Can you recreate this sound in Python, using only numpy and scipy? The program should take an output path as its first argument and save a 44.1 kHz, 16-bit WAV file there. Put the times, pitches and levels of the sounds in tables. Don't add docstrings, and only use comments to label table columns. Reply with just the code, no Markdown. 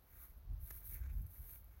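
import sys
import numpy as np
from scipy import signal
from scipy.fft import rfft, irfft, next_fast_len
from scipy.io import wavfile
from scipy.ndimage import map_coordinates

SR = 44100
rng = np.random.default_rng(int(sys.argv[2]) if len(sys.argv) > 2 else 0)


def materialize(psi):
    bounded = np.clip(np.atleast_2d(psi).T, -1, 1)
    quanta = np.round(bounded * 32767).astype(np.int16)
    wavfile.write(sys.argv[1], SR, quanta)


N = 79380


def swish():
    # t/s, level/dB
    slide = [(0, -74.5), (.08, -70.5), (.11, -65), (.18, -61), (.24, -54), (.28, -64), (.35, -72),
             (.48, -77.5), (.585, -73), (.615, -62), (.67, -56.5), (.70, -55.5), (.77, -53.5), (.825, -63),
             (.857, -52), (.905, -54), (.945, -51), (.975, -60), (1.02, -66), (1.09, -70.5), (1.13, -65),
             (1.2, -65), (1.25, -67.5), (1.285, -66.5), (1.315, -59.5), (1.44, -59), (1.51, -54.5),
             (1.555, -56), (1.59, -62.5), (1.63, -70.5), (1.8, -72)]
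    # f/Hz, relative level/dB
    broad_spectrum = [(1000, -54), (3000, -28.5), (4000, -23.5), (4900, -30.5), (6200, -21.5),
                      (7600, -29.5), (8600, -17), (10200, -13.5), (11300, -5.5), (12300, -0.5),
                      (13200, -1.5), (14100, -7.5), (15500, -3)]
    sheen_spectrum = [(5000, -33), (9500, -29), (11200, -8.5), (12500, 1), (13300, -8), (14100, -16),
                      (15300, 0)]
    brisk_db = -55
    broad_growth, sheen_growth = 1.184, 0.81
    effort_db = curve(slide) - brisk_db + 0.34 * wobble(70)
    broad = amp(2 + broad_growth * effort_db) * friction(broad_spectrum, grain_db=2.5)
    sheen = amp(-5.5 + sheen_growth * effort_db) * friction(sheen_spectrum, grain_db=5.0)
    return amp(brisk_db) * (broad + sheen)


def rustle():
    # t/s, relative level/dB
    rubbing = [(0, -96), (.1, -81.5), (.14, -75), (.18, -75.5), (.225, -76), (.3, -81.5), (.45, -104),
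               (.6, -88.5), (.68, -77), (.74, -72), (.81, -78), (.845, -76), (.88, -79.5), (.94, -69.5),
               (.995, -72.5), (1.05, -72.5), (1.15, -82.5), (1.28, -84.5), (1.42, -81), (1.55, -75.5),
               (1.6, -88.5), (1.8, -80)]
    # f/Hz, relative level/dB
    spectrum = [(100, -15), (300, 1.5), (550, -5.5), (1000, -8.5), (1550, 2), (1850, -2.5), (2250, -0.5),
                (3000, -20), (4000, -15.5), (4900, -23), (6500, -11), (9000, -25)]
    # t/s, level/dB
    creases = [(.218, -62), (.901, -66), (1.038, -61), (1.5578, -59)]
    # t/s, level/dB, half-length/s, centre f/Hz
    rasping = [(0.23, -71.5, 0.022, 1280), (0.951, -67.5, 0.019, 2100), (1.03, -74, 0.019, 1650),
               (1.103, -76, 0.016, 2330)]
    rub = amp(curve(rubbing) + 1 + 2.2 * wobble(90)) * friction(spectrum, grain_db=2.5)
    flips = sum(amp(db) * burst(t, t60=0.019) for t, db in creases)
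    rasps = sum(amp(db) * swell(t, half) * band_noise(hz) for t, db, half, hz in rasping)
    return rub + flips * noise(spectrum) + rasps


def scuff():
    # t/s, relative level/dB, half-length/s
    drags = [(0.708, -44, 0.0024)]
    # f/Hz, relative level/dB
    spectrum = [(100, -14), (220, -14), (330, 10.5), (600, -8), (950, -8), (1500, 2.5), (2300, -1.5),
                (3100, -14.5), (3900, -10.5), (4800, -13.5), (6200, -4), (8000, -11.5), (10300, -7.5),
                (12200, 8), (14000, -12.5), (15500, 2)]
    body_hz = 325
    slips = sum(amp(db) * swell(t, half) for t, db, half in drags)
    knock = sum(amp(db - 12) * burst(t - half, t60=0.033) for t, db, half in drags)
    return slips * friction(spectrum, grain_db=3) + knock * np.sin(2 * np.pi * body_hz * clock())


def ticks():
    # t/s, level/dB, T60/s
    catches = [(0.372, -66.5, 0.079), (0.533, -66, 0.023), (1.217, -58.5, 0.052), (1.2653, -55.5, 0.034),
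               (1.644, -48, 0.0037)]
    # f/Hz, relative level/dB
    spectrum = [(1000, -28), (5000, -20), (9000, -15.5), (12500, 11.5), (15500, -1.5)]
    return sum(amp(db) * burst(t, t60) for t, db, t60 in catches) * noise(spectrum)


def wind():
    # t/s, relative level/dB
    gusts = [(0, -69), (.08, -72), (.135, -62), (.23, -56.5), (.28, -67.5), (.31, -54.5), (.35, -62.5),
             (.378, -50), (.4, -60.5), (.475, -52), (.497, -42.5), (.53, -41), (.615, -53), (.637, -43.5),
             (.665, -59), (.71, -53), (.85, -56.5), (.94, -47.5), (.99, -51), (1.01, -42.5), (1.1, -45),
             (1.19, -38.5), (1.24, -46), (1.365, -65), (1.395, -48.5), (1.435, -51.5), (1.48, -58),
             (1.6, -59), (1.635, -57.5), (1.8, -58)]
    # f/Hz, relative level/dB
    spectrum = [(15, -22.5), (30, -7), (50, 4.5), (68, 0.5), (90, -7), (130, -19), (170, -28), (250, -35.5),
                (500, -58), (1500, -93)]
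    smoothing_s = .035
    eddies = noise(spectrum)
    window = signal.windows.hann(int(2 * smoothing_s * SR))
    local_rms = np.sqrt(np.abs(signal.fftconvolve(eddies ** 2, window / window.sum(), "same")))
    return amp(curve(gusts) - 0.5) * unit(eddies / local_rms)


def far_rush():
    # f/Hz, relative level/dB
    spectrum = [(30, 0), (150, 5.5), (300, -2), (500, -2.5), (800, -3), (1300, -7), (2000, -13.5),
                (3000, -16), (4200, -16), (6000, -20), (8000, -29), (15000, -19.5)]
    return amp(-74.5 + 0.55 * wobble(11)) * noise(spectrum)


def friction(spectrum, grain_db, grains_per_s=900):
    slips = rng.standard_normal(N) * amp(grain_db * wobble(grains_per_s))
    return coloured(slips, spectrum)


def noise(spectrum):
    return coloured(rng.standard_normal(N), spectrum)


def band_noise(centre_hz, width_hz=490):
    white = rng.standard_normal(N)
    return unit(filtered(white, lambda hz: 1 / (1 + ((hz - centre_hz) / width_hz) ** 2) ** 2))


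def burst(start, t60, attack_s=.0002):
    t = np.maximum(clock() - start, 0)
    return (1 - np.exp(-t / attack_s)) * amp(-60 * t / t60)


def swell(middle, half):
    return np.exp(-.5 * ((clock() - middle) / half) ** 2)


def coloured(x, spectrum):
    f, db = np.transpose(spectrum)
    return unit(filtered(x, lambda hz: amp(np.interp(np.log(hz + 1), np.log(f), db))))


def filtered(x, response):
    size = next_fast_len(N + 8192)
    return irfft(rfft(x, size) * response(np.fft.rfftfreq(size, 1 / SR)), size)[:N]


def wobble(rate):
    knots = rng.standard_normal(int(N * rate / SR) + 4)
    return map_coordinates(knots, [clock() * rate])


def curve(rows):
    return np.interp(clock(), *np.transpose(rows))


def clock():
    return np.arange(N) / SR


def amp(db):
    return 10 ** (np.asarray(db) / 20)


def unit(x):
    return x / np.sqrt(np.mean(x ** 2) + 1e-20)


def scene():
    return (swish() + rustle() + scuff() + ticks() + wind() + far_rush())[None]


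def record(dry):
    cutoff_hz = 15850
    return np.array([filtered(channel, lambda hz: hz < cutoff_hz) for channel in dry])


dry = scene()
out = record(dry)
materialize(out)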